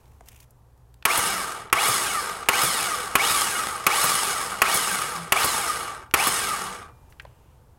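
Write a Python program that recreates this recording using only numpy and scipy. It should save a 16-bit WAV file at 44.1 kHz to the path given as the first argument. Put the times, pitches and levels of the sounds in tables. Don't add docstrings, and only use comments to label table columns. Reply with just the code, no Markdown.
import sys
import numpy as np
from scipy import signal
from scipy.fft import rfft, irfft, next_fast_len
from scipy.io import wavfile
from scipy.ndimage import uniform_filter1d

SR = 44100
rng = np.random.default_rng(int(sys.argv[2]) if len(sys.argv) > 2 else 0)


def unload_audio(sound):
    columns = np.transpose(np.atleast_2d(sound))
    steps = np.round(np.clip(columns, -1, 1) * 32767)
    wavfile.write(sys.argv[1], SR, steps.astype(np.int16))


N = 343403
TIME = np.arange(N) / SR

# solenoid in/s, solenoid out/s, top gear mesh rate/Hz, slam/dB, drop-out clack/dB,
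# running level/dB, dry friction as a mesh rate/Hz
BUMPS = [(1.0531, 1.174, 1083, -10.5, -19.5, -0.44, 1128), (1.7276, 1.883, 1237, -10, -20, -0.37, 944),
         (2.487, 2.633, 1231, -10.5, -20, -0.6, 899.3), (3.1538, 3.308, 1276, -10, -23.5, -0.55, 901),
         (3.8663, 4.038, 1357, -10, -18.5, -0.54, 900.4), (4.618, 4.741, 1172, -9.5, -20.5, -0.7, 898.4),
         (5.3219, 5.444, 1157, -10.5, -19, -0.5, 973.6), (6.1393, 6.271, 1140, -9.5, -18.5, -.9, 959)]


def starter(mesh, current, level_db, run_db=-24.5, knee_hz=600, bright_hz=2200, bright_db=-0.62,
            patchy_db=0.94, clatter_db=-0.09):
    # f/Hz, level/dB
    whirr = [(40, -30), (130, -19.5), (300, -19.5), (600, -16.5), (1100, -13), (2000, -18.5), (3500, -14.5),
             (6000, -17), (9000, -15), (12000, -19.5), (15500, -26.5)]
    # f/Hz, width/Hz, lift/dB
    resonances = [(177, 93, 5), (384, 80, 6.5), (477, 49, 7.5), (678, 58, 4), (801, 62, 7.5), (902, 46, 6),
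                  (1159, 137, 9.5), (1225, 98, 7), (1302, 72, 9), (1424, 58, 7.5), (1575, 110, 10),
                  (1834, 160, 5), (1990, 220, 5.5), (2242, 158, 8.5), (2610, 40, 3), (2900, 74, 8.5),
                  (3330, 33, 5), (4400, 65, 2), (5200, 160, 8.5), (6590, 170, 7), (8130, 140, 8),
                  (8400, 1400, 3), (9700, 180, 11.5), (10440, 140, 9.5), (11360, 210, 6.5)]
    # f/Hz, power of the blow strength that the amplitude follows
    speed_law = [(100, 1.4), (500, 1.1), (1200, 1.33), (2400, 1.82), (5000, 2.48), (9500, 2.8),
                 (14000, 3.35)]
    # f/Hz, level/dB
    loaded = [(100, -4), (450, 2), (780, 8.5), (1200, 3), (2400, 5), (5000, 2), (9000, -1), (14000, 2.5)]

    def case_db(hz):
        return read(whirr, hz) + sum(db / (1 + (2 * (hz - f) / width) ** 2) for f, width, db in resonances)

    case = unit(colour(gears(mesh, current), case_db))
    strength = mesh / (mesh + knee_hz)
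    strength_db = 20 * np.log10(strength / np.quantile(strength, .75) + 1e-4)

    def gain_db(hz, t):
        speed_db = read(speed_law, hz) * np.interp(t, TIME, strength_db)
        load_db = read(loaded, hz) * np.interp(t, TIME, current)
        swell_db = housing_swell(hz, np.interp(t, TIME, mesh))
        patches = uniform_filter1d(rng.standard_normal(swell_db.shape), size=3, axis=0)
        patches = unit(uniform_filter1d(patches, size=40, axis=1))
        treble = hz ** 4 / (hz ** 4 + bright_hz ** 4)
        return speed_db + load_db + swell_db + treble * (bright_db + patchy_db * patches)

    return amp(run_db + level_db + clatter_db * wander(8)) * sweep(case, gain_db)


def motion(spin_up_power=.53, drag_per_s=1.15, surge_s=0.176):
    mesh, current, level_db = np.zeros((3, N))
    for on, off, top_hz, _, _, db, friction_hz in BUMPS:
        since, coasting = np.maximum(TIME - on, 0), np.maximum(TIME - off, 0)
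        rising = top_hz * (since / (off - on)) ** spin_up_power
        falling = (top_hz + friction_hz) * np.exp(-drag_per_s * coasting) - friction_hz
        now = TIME >= on
        mesh[now] = np.where(TIME < off, rising, np.maximum(falling, 0))[now]
        current[now] = (np.exp(-(since / surge_s) ** 2) * (TIME < off))[now]
        level_db[now] = db
    return mesh, current, level_db


def gears(mesh, current, tones_db=-9.5, impacts_db=-7, rattle_db=-3, whine_hz=2400, whine_width_hz=350,
          firm_hz=700, roughness=0.73, knocks_per_s=260, spread_db=1.65, lumps_db=0.25):
    # multiple of the mesh rate, level/dB
    partials = [(.5, -19), (1, -10), (2, -6), (3, -5), (3.2, -11), (4, -6), (5, -10), (6, -14.5),
                (6.4, -17), (7, -15.5), (8, -18), (9, -7.5)]
    teeth = np.cumsum(mesh * (1 + .018 * wander(120))) / SR
    tones = sum(amp(db) * (1 + roughness * wander(50)) * np.cos(2 * np.pi * (k * teeth + rng.random()))
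                for k, db in partials)
    tones *= np.minimum(mesh / firm_hz, 1)
    bars_per_tooth = 3.2
    bar_hz = bars_per_tooth * mesh
    sing = np.exp(-((bar_hz - whine_hz) / whine_width_hz) ** 2)
    sing += 0.6 * np.clip(bar_hz / whine_hz - 1, 0, 1)
    whine = current * sing * np.cos(2 * np.pi * bars_per_tooth * teeth)
    whine *= amp(-6) * (2 + roughness * wander(200))
    impacts = unit(np.diff(np.floor(teeth), prepend=0) * rng.standard_normal(N))
    knocks = (rng.random(N) < knocks_per_s / SR) * amp(spread_db * np.minimum(rng.exponential(1, N), 4))
    scrapes = signal.lfilter([1], [1, -np.exp(-1 / (0.002 * SR))], knocks)
    rattle = unit(scrapes * rng.standard_normal(N))
    shaft = 1 + 0.07 * np.cos(np.pi * teeth / 2)
    hiss = rng.standard_normal(N)
    grind = hiss + amp(impacts_db) * impacts + amp(rattle_db) * rattle
    return unit(grind * shaft * amp(lumps_db * wander(35))) + amp(tones_db) * tones + whine


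def housing_swell(hz, mesh, ring_hz=1200, octaves=0.21, swell_db=0.5):
    near = np.exp(-(np.log2((hz + 1) / ring_hz) / octaves) ** 2)
    harmonic = ring_hz / np.maximum(mesh, 1)
    distinct = np.exp(-(harmonic / 9.5) ** 4)
    return swell_db * near * distinct * np.cos(2 * np.pi * harmonic)


def after_ring(x):
    # f/Hz, level/dB, t60/s
    modes = [(880, -23.5, 1.0), (2400, -23, 1.0)]
    t = np.arange(SR) / SR
    ring = sum(amp(db - 60 * t / t60) * np.sin(2 * np.pi * hz * t) for hz, db, t60 in modes)
    return x + signal.fftconvolve(x, ring / np.sqrt(SR))[:N]


def solenoid(relay_lead_s=0.0277, relay_db=-43.5, ring_db=-9, rebound_s=.012, rebound_db=-5):
    # f/Hz, level/dB
    slam = [(30, -27.5), (65, -18), (110, -22.5), (200, -17), (600, -12), (1150, -3.5), (1740, -10),
            (2320, -5), (2880, -8.5), (3850, -20), (7400, -17), (11100, -13.5), (15500, -21)]
    # f/Hz, level/dB
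    clack = [(50, -8.5), (110, 2.5), (300, -2.5), (900, 2), (2000, -3.5), (5000, -19), (10000, -1.5),
             (15000, -6)]
    # f/Hz, level/dB, t60/s
    modes = [(395.3, -6, 0.11), (580, -9.5, 0.038), (870, -15, 0.21), (1093, 2.5, 0.12), (1090, -7.5, 0.11),
             (1297, -1, 0.11), (1416, -4, 0.099), (1480, -12, 0.023), (1737, -10.5, 0.29),
             (1940, 1.5, 0.05), (2226, -7, 0.054), (2430, 3.5, 0.026), (2852, -3.5, 0.056)]
    t, out = np.arange(SR // 5) / SR, np.zeros(N)
    ring = sum(amp(db - 60 * t / t60) * np.sin(2 * np.pi * hz * t) * rng.choice([-1, 1])
               for hz, db, t60 in modes)
    for on, off, _, slam_db, clack_db, _, _ in BUMPS:
        add(out, on - relay_lead_s, amp(relay_db) * click(centre_hz=1750, octaves=1.0, t60=0.015))
        add(out, on, amp(slam_db) * (amp(ring_db) * ring + crack(slam, chatter_s=.003)))
        for s, db in (off, clack_db), (off + rebound_s, clack_db + rebound_db):
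            add(out, s, amp(db) * crack(clack, chatter_s=.0056))
    return out


def crack(spectrum, chatter_s):
    # f/Hz, t60/s
    decay = [(100, 0.092), (1000, 0.03), (3000, 0.041), (6000, 0.03), (14000, 0.028)]
    noise = rng.standard_normal(SR // 5)
    burst = sweep(noise, lambda hz, t: -60 * np.maximum(t - chatter_s, 0) / read(decay, hz))
    burst = colour(burst, lambda hz: read(spectrum, hz))
    return burst / np.std(burst[:SR // 200])


def groans(sag=0.048):
    # middle/s, length/s, f/Hz, level/dB
    hums = [(1.35, 0.25, 191.3, -45.5), (2.679, 0.13, 170, -45), (4.529, .2, 199.6, -50),
            (4.932, 0.14, 191, -46.5), (5.06, .1, 155.6, -46.5), (5.214, 0.19, 168.1, -40),
            (6.66, 0.28, 192, -48)]
    out = np.zeros(N)
    for s, length, hz, db in hums:
        place = np.linspace(-.5, .5, round(length * SR))
        tone = np.sqrt(2) * np.sin(2 * np.pi * np.cumsum(hz * (1 - sag * place)) / SR)
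        add(out, s - length / 2, amp(db) * np.cos(np.pi * place) ** 2 * tone)
    return out


def handling(rustle_db=-3.5, grain_db=4.0):
    # t/s, level/dB
    course = [(0, -68), (.1, -65), (.23, -74), (.27, -52), (.34, -55.5), (.44, -57.5), (.46, -78),
              (.56, -86)]
    # f/Hz, level/dB
    spectrum = [(900, -20.5), (1600, -4.5), (2500, 2), (4500, -14.5), (6000, -5.5), (10000, -7.5),
                (15000, -8)]
    # t/s, level/dB, centre/Hz, width/octaves, t60/s
    clicks = [(0.056, -62, 2900, 1.6, 0.017), (0.2085, -46.5, 600, 0.57, .018),
              (0.208, -59, 7500, 0.3, .02), (.260, -58, 8200, 1.1, .05), (0.286, -42, 5600, 3.1, 0.025),
              (.403, -49.5, 7500, 1.7, 0.0414), (.430, -62, 5000, 1.4, .06), (.507, -56, 10200, 0.7, 0.028),
              (.776, -68, 10600, 2.7, .03), (0.942, -56, 5890, 4.2, 0.013), (2.433, -37.5, 1410, 1.3, .02),
              (7.1, -62, 9000, .8, .2), (7.124, -52.5, 1900, 1.0, 0.032), (7.198, -35.5, 1800, 0.56, 0.029),
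              (7.22, -58, 8900, 0.78, .04), (7.251, -40, 764, 0.67, 0.021), (7.267, -62, 2500, 0.53, .04)]
    grains = rng.standard_normal(N) * amp(grain_db * wander(150))
    rustle = unit(colour(grains, lambda hz: read(spectrum, hz)))
    out = rustle * amp(rustle_db + np.interp(TIME, *np.transpose(course), right=-120))
    for s, db, *shape in clicks:
        add(out, s, amp(db) * click(*shape))
    return out


def click(centre_hz, octaves, t60):
    t = np.arange(SR // 8) / SR
    burst = rng.standard_normal(len(t)) * amp(-60 * t / t60)
    away = lambda hz: abs(np.log2((hz + 1) / centre_hz))
    sound = colour(burst, lambda hz: -10 * np.log10(1 + (away(hz) / octaves) ** 4) - 3 * away(hz))
    return sound / np.std(sound[:SR // 200])


def reach():
    # t/s, level/dB
    course = [(7.0, -88), (7.1, -73), (7.17, -81), (7.3, -73), (7.55, -75), (7.68, -92)]
    # f/Hz, level/dB
    spectrum = [(900, -20.5), (1800, -4), (2800, 4.5), (4300, -12), (9000, -12), (15000, -17.5)]
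    brush = unit(colour(rng.standard_normal(N), lambda hz: read(spectrum, hz)))
    return brush * amp(np.interp(TIME, *np.transpose(course), left=-120))


def room(x, wet_db=-21):
    # f/Hz, t60/s
    decay = [(100, 0.44), (1000, 0.4), (4000, 0.23), (14000, 0.09)]
    tail = sweep(rng.standard_normal(SR), lambda hz, t: -60 * t / read(decay, hz))
    tail[:SR // 100] = 0
    return x + amp(wet_db) * signal.fftconvolve(x, tail / np.linalg.norm(tail))[:N]


def shop(hum_db=-2, waver=0.43):
    # f/Hz, level/dB
    spectrum = [(20, -19.5), (55, -12.5), (80, -9), (98, -17), (122, -11), (168, -24.5), (300, -30),
                (500, -28), (580, -32.5), (880, -29), (1330, -37.5), (2200, -47), (4600, -50.5),
                (13000, -50), (15800, -55)]
    # t/s, level/dB
    course = [(0, -53), (.7, -57), (6.2, -53), (7, -51.5), (7.79, -54.5)]
    # f/Hz, relative level/dB
    tones = [(60, -58), (118.4, -61.5)]
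    rumble = unit(colour(rng.standard_normal(N), lambda hz: read(spectrum, hz)))
    hum = sum(amp(db + hum_db) * np.sqrt(2) * (1 + waver * wander(6)) * np.sin(2 * np.pi * hz * TIME)
              for hz, db in tones)
    return rumble * amp(np.interp(TIME, *np.transpose(course))) + hum


def amp(db):
    return 10 ** (np.asarray(db) / 20)


def unit(x):
    return x / np.sqrt(np.mean(x ** 2) + 1e-20)


def read(points, hz):
    f, value = np.transpose(points)
    return np.interp(np.log(hz + 1), np.log(f + 1), value)


def add(mix, s, sound):
    part = mix[max(round(s * SR), 0):][:len(sound)]
    part += sound[:len(part)]


def colour(x, db_at, size=8192):
    hz = abs(np.fft.fftfreq(size, 1 / SR))
    log_gain = np.log(amp(np.maximum(db_at(hz), -100)))
    taps = np.fft.ifft(np.exp(np.conj(signal.hilbert(log_gain)))).real[:size // 2]
    return signal.oaconvolve(x, taps)[:len(x)]


def sweep(x, db_at):
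    hz, t, frames = signal.stft(x, SR, nperseg=256, noverlap=192)
    return signal.istft(frames * amp(db_at(hz[:, None], t)), SR, nperseg=256, noverlap=192)[1][:len(x)]


def wander(hz):
    size = next_fast_len(N)
    spectrum = rfft(rng.standard_normal(size)) * np.exp(-(np.fft.rfftfreq(size, 1 / SR) / hz) ** 2)
    return unit(irfft(spectrum, size)[:N])


def scene():
    close = after_ring(starter(*motion())) + groans() + solenoid() + handling() + reach()
    return (room(close) + shop())[None]


def record(dry):
    ceiling, edge_hz = .85, 15950
    rounded = ceiling * np.tanh(dry / ceiling)
    lowpass = signal.firwin(401, edge_hz, window=("kaiser", 8), fs=SR)
    return signal.oaconvolve(rounded, lowpass[None], "same")


dry = scene()
out = record(dry)
unload_audio(out)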